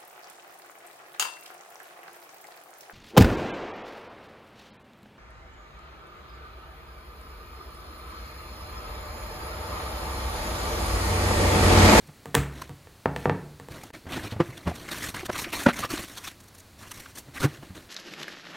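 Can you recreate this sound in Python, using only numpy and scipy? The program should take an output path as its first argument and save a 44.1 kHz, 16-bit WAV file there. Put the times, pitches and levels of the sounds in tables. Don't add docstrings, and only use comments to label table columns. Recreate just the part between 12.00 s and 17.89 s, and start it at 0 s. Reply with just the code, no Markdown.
import sys
import numpy as np
from scipy import signal
from scipy.fft import rfft, irfft, next_fast_len
from scipy.io import wavfile
from scipy.ndimage import uniform_filter1d, map_coordinates

SR = 44100
rng = np.random.default_rng(int(sys.argv[2]) if len(sys.argv) > 2 else 0)


def to_wav(s):
    ch = np.atleast_2d(s).T
    pcm = np.round(np.clip(ch, -1, 1) * 32767)
    wavfile.write(sys.argv[1], SR, pcm.astype(np.int16))


N = 259749

# start in seconds, blow in dB, contact cut-off in Hz,
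# steel click in dB, board ringing in dB.
KNOCKS = [(0.2562, -21, 1360, -29, -14), (0.3439, -7.5, 1760, -18, -8.5), (0.351, -3.5, 2200, -5.5, 4.5),
          (0.6929, -29, 1200, -33, -15.5), (0.871, -32, 2210, -53, -40), (1.057, 0, 1460, -36, -1.5),
          (1.162, -13, 2780, -27, -10.5), (1.2556, -1, 1480, -47, 4), (1.2958, -2.5, 1800, -53, -0.5),
          (1.598, -25.5, 1790, -34.5, -18.5), (1.685, -22.5, 1060, -34, -21),
          (1.903, -29.5, 2320, -60, -33)]
# frequency in Hz, level in dB, t60 in seconds.
KNOCK_MODES = [(66, -10.5, 1), (96, -2, 0.26), (144.4, 1, 0.53), (178, -4.5, 0.46), (239.4, -16, 0.59),
               (285.4, -3.5, 0.32), (344, -16, 0.67), (473, -.5, 0.19), (600, -16, 0.14), (730, -5.5, 0.19),
               (910, -8, 0.09), (1182, -1.5, 0.11), (1810, -11, .09)]
# frequency in Hz, level in dB.
PUSH_SPECTRUM = [(40, -21), (130, -3), (450, 2.5), (950, -5), (1300, -7), (1900, -5.5), (3000, -8.5),
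                 (16000, -6)]
# delay in seconds, share of the amplitude.
EDGE_RETURNS = [(.00115, .25), (.0022, .3), (.0045, .25)]
# frequency in Hz, level in dB.
STEEL_SPECTRUM = [(300, -13), (1200, 11.5), (2200, 8.5), (4000, -1), (5500, -6), (8000, 2.5), (10500, -8),
                  (15000, -5)]

# start in seconds, length in seconds, crackle in dB,
# fizz over crackle in dB, change of force by the end in dB.
PULLS = [(2.911, 0.13, -35.5, -4.5, -5), (3.023, 0.082, -34.5, -2, -6), (3.143, 0.091, -34, -8.5, -12),
         (3.314, 0.072, -39.5, -6, 0.5), (3.374, 0.056, -35.5, 0, -2.5), (3.438, 0.068, -42, -10, -1),
         (3.525, 0.12, -34.5, -2, -3), (3.727, 0.062, -42, -3.5, 0), (3.787, 0.067, -32.5, -4.5, -7),
         (3.894, 0.16, -35, -3, -7), (4.063, 0.248, -49.5, -2, -2), (4.785, 0.14, -50, -4, 0),
         (4.937, 0.17, -46, -0.5, -10.5), (5.151, 0.034, -54, 4, 10), (5.341, 0.094, -48, -6, 14.5)]
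# centre in seconds,
# level in dB, treble in dB, half length in seconds, resonance in Hz.
RIPS = [(0.351, -16.5, 2, 0.0011, 766), (0.621, -35, -2, 0.0029, 1090), (1.838, -43, 2, .003, 765),
        (2.137, -35.5, -15, 0.011, 3130), (2.318, -43.5, -3, 0.013, 3760), (2.578, -44.5, 2, 0.0036, 3540),
        (2.759, -43.5, 4.5, 0.0055, 2400), (2.891, -36.5, -5, 0.0065, 1900), (2.918, -36, 0, 0.0058, 4000),
        (3.166, -43, 11, 0.003, 1370), (3.21, -38.5, -8, 0.0032, 1470), (3.261, -34.5, 1, 0.0056, 3040),
        (3.36, -33.5, -5, 0.0093, 1270), (3.447, -32, -17, .004, 2500), (3.697, -28.5, -9.5, 0.013, 1370),
        (3.846, -29.5, -12, 0.011, 1160), (3.978, -31.5, -21, 0.0028, 4170),
        (4.179, -41, 4.5, 0.0092, 3420), (4.25, -41.5, 6.5, 0.01, 2500), (4.28, -36, 1, 0.0068, 3530),
        (4.917, -39.5, 5, 0.0039, 2970), (5.062, -44.5, -10, 0.0051, 1440), (5.441, -31, -0.5, .013, 1500)]
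# centre in seconds, level in dB.
CRUMBS = [(.075, -57), (4.408, -51.5), (4.44, -57), (4.485, -54.5), (4.552, -51.5), (4.585, -53),
          (4.603, -51.5)]
# frequency in Hz, level in dB.
CRACKLE_SPECTRUM = [(260, -2.5), (450, -12), (768, -4), (823, -5.5), (955, -3), (1120, -0.5), (1300, -2.5),
                    (1950, -1), (2930, -6), (4300, -11.5), (4800, -20.5), (6240, -28), (10600, -120)]
# frequency in Hz, level in dB.
FIZZ_SPECTRUM = [(2590, -22.5), (4400, -5.5), (4930, -10), (5550, -2.5), (7760, -5.5), (9030, -3.5),
                 (10500, -9), (11300, -6), (15100, -11.5), (16000, -23)]
# frequency in Hz, rms deviation in dB.
GRAIN_PATCHES = [(2000, 3.5), (9000, 2)]

# peak time in seconds, level in dB,
# lowest mode in Hz, rise in seconds, overtone slope in dB per octave, scuff in dB.
BUMPS = [(.09, -39.5, 150, 0.0051, -8, -48), (0.388, -28, 64.8, 0.0041, 3, -52),
         (.705, -38, 147, .0033, -9, -52), (2.069, -37, 84, .0031, -25, -38),
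         (2.179, -37, 393, 0.015, -2, -29.5), (2.244, -33, 101, 0.004, -6, -36),
         (2.324, -29, 104, 0.0023, -7, -32.5), (2.365, -29.5, 97, 0.004, -6, -41),
         (2.404, -18, 162, 0.003, 5.5, -20), (2.491, -33, 128, 0.0024, -4, -55),
         (2.675, -25.5, 80.3, .0075, 2.5, -26), (2.717, -29, 704, .002, -18, -36),
         (3.234, -31, 360, 0.0026, -4, -43), (3.3, -33, 504, 0.0052, 2, -20.5),
         (3.469, -34, 330, 0.0027, -15, -41), (3.664, -11, 1423, 0.0018, -29, -49),
         (3.666, -11, 268.5, 0.0026, -1, -11.5), (3.689, -20, 243, 0.0068, -17, -18.5),
         (3.847, -55, 536, 0.0017, 8, -24.5), (3.939, -24.5, 309, 0.0036, -24, -48),
         (5.289, -43.5, 134, 0.013, -1.5, -49.5), (5.447, -22.5, 386, 0.0085, -6.5, -19),
         (5.454, -16, 142.3, 0.0083, -2, -27.5), (5.63, -50, 164, .004, -5, -43),
         (5.706, -38, 88.4, .0056, 0.5, -50.5)]
# ratio to the lowest mode, level in dB.
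FLEX_MODES = [(1, 3.5), (2.12, -1), (3.1, -10), (5.1, -58), (7.3, -21.5)]
# frequency in Hz, level in dB.
SCUFF_SPECTRUM = [(40, -22), (120, 5), (500, -1.5), (900, -2.5), (1400, -7.5), (2000, -9.5), (3000, -18),
                  (5000, -26.5), (16000, -47)]

# start in seconds, length in seconds,
# level in dB, change of pressure by the end in dB.
RUBS = [(0.522, 0.12, -52, 3.5), (1.161, 0.089, -51, 4.5), (1.707, 0.17, -46, -7),
        (1.929, 0.014, -42.5, 1.5), (2.094, 0.12, -37.5, -3.5), (2.231, 0.035, -40.5, -2.5),
        (2.428, 0.23, -49, -4.5), (2.671, .03, -41, -6), (2.73, 0.187, -48.5, 3.5),
        (5.476, .085, -50.5, 0.5), (5.618, 0.051, -51.5, -2), (5.751, 0.092, -44, -16.5)]
# frequency in Hz, level in dB.
RUSTLE_SPECTRUM = [(26, -32), (45, -2.5), (87, 2), (189, -3.5), (313, 2.5), (372, -2), (432, -8), (519, -6),
                   (596, -6), (700, -7.5), (910, -35), (1540, -120)]

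# frequency in Hz, t60 in seconds.
ROOM_DECAY = [(60, 1), (200, 0.59), (1000, 0.49), (3000, 0.38), (8000, 0.33), (16000, 0.29)]
# frequency in Hz, level in dB.
AIR_SPECTRUM = [(12, -58), (20, -14), (68, -2.5), (101, 3), (123, -5.5), (187, -8.5), (270, -9), (310, -11),
                (873, -17.5), (2080, -20), (3250, -23.5), (4420, -20), (4940, -24.5), (9140, -27.5),
                (16000, -31)]
# frequency in Hz, difference in dB.
TILT = [(100, 0.36), (500, 0.37), (2000, 0.05), (12000, 0.03)]

DAMPED_T60_S, DAMPED_HZ, DAMPED_SLOPE = 0.084, 160, 0.87
PULL_ATTACK_S, PULL_RELEASE_S, PULL_RUSTLE_DB = 0.013, 0.015, -4.5
RUB_ATTACK_S, RUB_RELEASE_S, RUB_FIZZ_DB, RUB_RUSTLE_DB = 0.017, 0.025, -7.5, 1.5
CRUMB_S, CRUMB_CRACKLE_DB = 0.0051, -9
TOP_HZ = 15950


def amp(db):
    return 10 ** (np.asarray(db) / 20)


def unit(x):
    return x / np.sqrt(np.mean(x ** 2) + 1e-20)


def along(points, hz):
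    point_hz, values = np.transpose(points)
    return np.interp(np.log(hz + 1), np.log(point_hz + 1), values)


def filtered(x, response):
    n = x.shape[-1]
    padded = next_fast_len(n + SR // 8)
    spectrum = rfft(x, padded) * response(np.fft.rfftfreq(padded, 1 / SR))
    return irfft(spectrum, padded)[..., :n]


def coloured(x, spectrum):
    return unit(filtered(x, lambda hz: amp(along(spectrum, hz))))


def wobble(rate):
    knots = rng.standard_normal(int(N * rate / SR) + 4)
    return map_coordinates(knots, [np.arange(N) * rate / SR], order=1)


def add(track, s, sound):
    i = max(round(s * SR), 0)
    track[i:i + len(sound)] += sound[:max(N - i, 0)]


def flex_wave(spectrum, contact_hz, spread_s, size):
    hz = np.fft.rfftfreq(size, 1 / SR)
    gain = amp(along(spectrum, hz)) / np.sqrt(1 + (hz / contact_hz) ** 6)
    delay = spread_s / np.sqrt(hz / 1000 + .1)
    phase = -2 * np.pi * np.cumsum(delay) * SR / size
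    return irfft(gain * np.exp(1j * phase), size)


def screwdriver(push_db=22, ring_db=-27, click_db=9, wet_db=-9, click_wet_db=-3, take_up_s=0.0087):
    out, t = np.zeros(N), np.arange(SR) / SR
    for s, db, contact_hz, steel_db, board_db in KNOCKS:
        push = amp(db + push_db) * flex_wave(PUSH_SPECTRUM, contact_hz, spread_s=0.00153, size=SR)
        push = push + sum(share * np.roll(push, round(lag * SR)) for lag, share in EDGE_RETURNS)

        ring = np.zeros(SR)
        for hz, level, t60 in KNOCK_MODES:
            decay = amp(level + rng.normal(0, 0.19) - 60 * t / t60)
            detuned_hz = hz * (1 + rng.normal(0, 0.0262))
            ring += decay * np.sin(2 * np.pi * detuned_hz * t)
        ring *= amp(board_db + ring_db) * (1 - np.exp(-t / take_up_s))

        click = amp(steel_db + click_db) * flex_wave(STEEL_SPECTRUM, SR, spread_s=0.0029, size=SR)
        wet = amp(wet_db) * room(push) + amp(click_wet_db) * room(click)
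        add(out, s, push + ring + click + wet)
    return out


def fibres(rate=3000, scatter_db=4, hiss=0.81):
    breaks = (rng.random(N) < rate / SR) * amp(scatter_db * rng.standard_normal(N))
    snaps = unit(breaks * rng.choice([-1, 1], N))
    hz, _, z = signal.stft(snaps + hiss * rng.standard_normal(N), SR, nperseg=256)
    field = uniform_filter1d(rng.standard_normal(z.shape), size=4, axis=0)
    field = uniform_filter1d(field, size=7, axis=1)
    patchy_db = along(GRAIN_PATCHES, hz)[:, None] * unit(field)
    return signal.istft(z * amp(patchy_db), nperseg=256)[1][:N]


def stroke(start, length, change_db, attack_s, release_s):
    t = np.arange(N) / SR - start
    rise = np.clip(t / attack_s + .5, 0, 1)
    release = np.exp(-np.maximum(t - length, 0) / release_s)
    return rise * release * amp(change_db * np.clip(t / length, 0, 1))


def friction(crackle, fizz, rustle, catch_db):
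    catches = amp(catch_db * wobble(rate=130))
    grains = fibres()
    snapping = crackle * coloured(grains, CRACKLE_SPECTRUM) + fizz * coloured(grains, FIZZ_SPECTRUM)
    shaking = rustle * coloured(rng.standard_normal(N), RUSTLE_SPECTRUM)
    return catches * (snapping + shaking)


def peeling(level_db=-1):
    forces, fizzes = [], []
    for s, length, db, fizz_db, change_db in PULLS:
        force = amp(db + level_db) * stroke(s, length, change_db, PULL_ATTACK_S, PULL_RELEASE_S)
        forces.append(force)
        fizzes.append(force * amp(fizz_db))
    strongest = np.max(forces, axis=0)
    return friction(strongest, np.max(fizzes, axis=0), amp(PULL_RUSTLE_DB) * strongest, catch_db=2.5)


def rips(level_db=-3, fizz_db=-3, resonance_db=-1, sharpness=5):
    out, t = np.zeros(N), np.arange(-SR // 16, SR // 16) / SR
    grains = fibres()
    for s, db, treble_db, half, ring_hz in RIPS:
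        snaps = grains[round(s * SR):][:len(t)]
        resonance = lambda hz: 1 / (1 + 1j * sharpness * (hz / ring_hz - ring_hz / (hz + 1)))
        ringing = unit(filtered(snaps, resonance))
        body = coloured(snaps, CRACKLE_SPECTRUM)
        fizz = coloured(snaps, FIZZ_SPECTRUM)
        sound = body + amp(resonance_db) * ringing + amp(treble_db + fizz_db) * fizz
        swell = np.exp(-.5 * (t / half) ** 2)
        body_rms = np.sqrt(np.average(body ** 2, weights=swell ** 2))
        add(out, s + t[0], amp(db + level_db) * swell * sound / body_rms)
    return out


def bumps(scuff_share=0.95, flex_db=-1, damping=0.26):
    out, t = np.zeros(N), np.arange(-SR // 16, SR // 2) / SR
    for s, db, hz, rise, tilt_db, scuff_db in BUMPS:
        t60 = DAMPED_T60_S * (DAMPED_HZ / hz) ** DAMPED_SLOPE
        attack = np.exp(np.minimum(t, 0) / rise)
        swell = lambda life: attack * amp(-60 * np.maximum(t, 0) / life)
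        flex = np.zeros(len(t))
        for ratio, level in FLEX_MODES:
            gain = amp(level + tilt_db * np.log2(ratio))
            tone = np.sin(2 * np.pi * (hz * ratio * t + rng.random()))
            flex += gain * swell(t60 / ratio ** damping) * tone
        scuff = swell(scuff_share * t60) * coloured(rng.standard_normal(len(t)), SCUFF_SPECTRUM)
        add(out, s + t[0], amp(db + flex_db) * flex + amp(scuff_db) * scuff)
    return out


def rubbing(level_db=-1):
    forces = [amp(db + level_db) * stroke(s, length, change_db, RUB_ATTACK_S, RUB_RELEASE_S)
              for s, length, db, change_db in RUBS]
    force = np.max(forces, axis=0)
    return friction(force, amp(RUB_FIZZ_DB) * force, amp(RUB_RUSTLE_DB) * force, catch_db=2.0)


def crumbs():
    t, grains = np.arange(N) / SR, fibres()
    force = sum(amp(db) * np.exp(-.5 * ((t - s) / CRUMB_S) ** 2) for s, db in CRUMBS)
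    body = amp(CRUMB_CRACKLE_DB) * coloured(grains, CRACKLE_SPECTRUM)
    return force * (coloured(grains, FIZZ_SPECTRUM) + body)


def room(x):
    hz, t, z = signal.stft(rng.standard_normal(SR * 2 // 3), SR, nperseg=256)
    decay = amp(-60 * t / along(ROOM_DECAY, hz)[:, None])
    tail = signal.istft(z * decay, SR, nperseg=256)[1]
    tail *= 1 - np.exp(-np.arange(len(tail)) / SR / 0.0024)
    return signal.fftconvolve(x, tail / np.linalg.norm(tail))[:len(x)]


def workshop_air(level_db=-53):
    drift_db = .6 * wobble(3)
    return amp(level_db + drift_db) * coloured(rng.standard_normal(N), AIR_SPECTRUM)


def scene():
    handling = bumps() + peeling() + rubbing() + rips() + crumbs()
    mono = screwdriver() + handling + amp(-25.0) * room(handling) + workshop_air()
    return filtered(mono, lambda hz: amp(along(TILT, hz) * np.array([[-.5], [.5]])))


def record(dry):
    dip_db = np.interp(np.arange(N) / SR, [1.911, 1.916, 1.926, 1.936], [0, -22, -22, 0])
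    return filtered(dry * amp(dip_db), lambda hz: hz < TOP_HZ)


dry = scene()
out = record(dry)
to_wav(out)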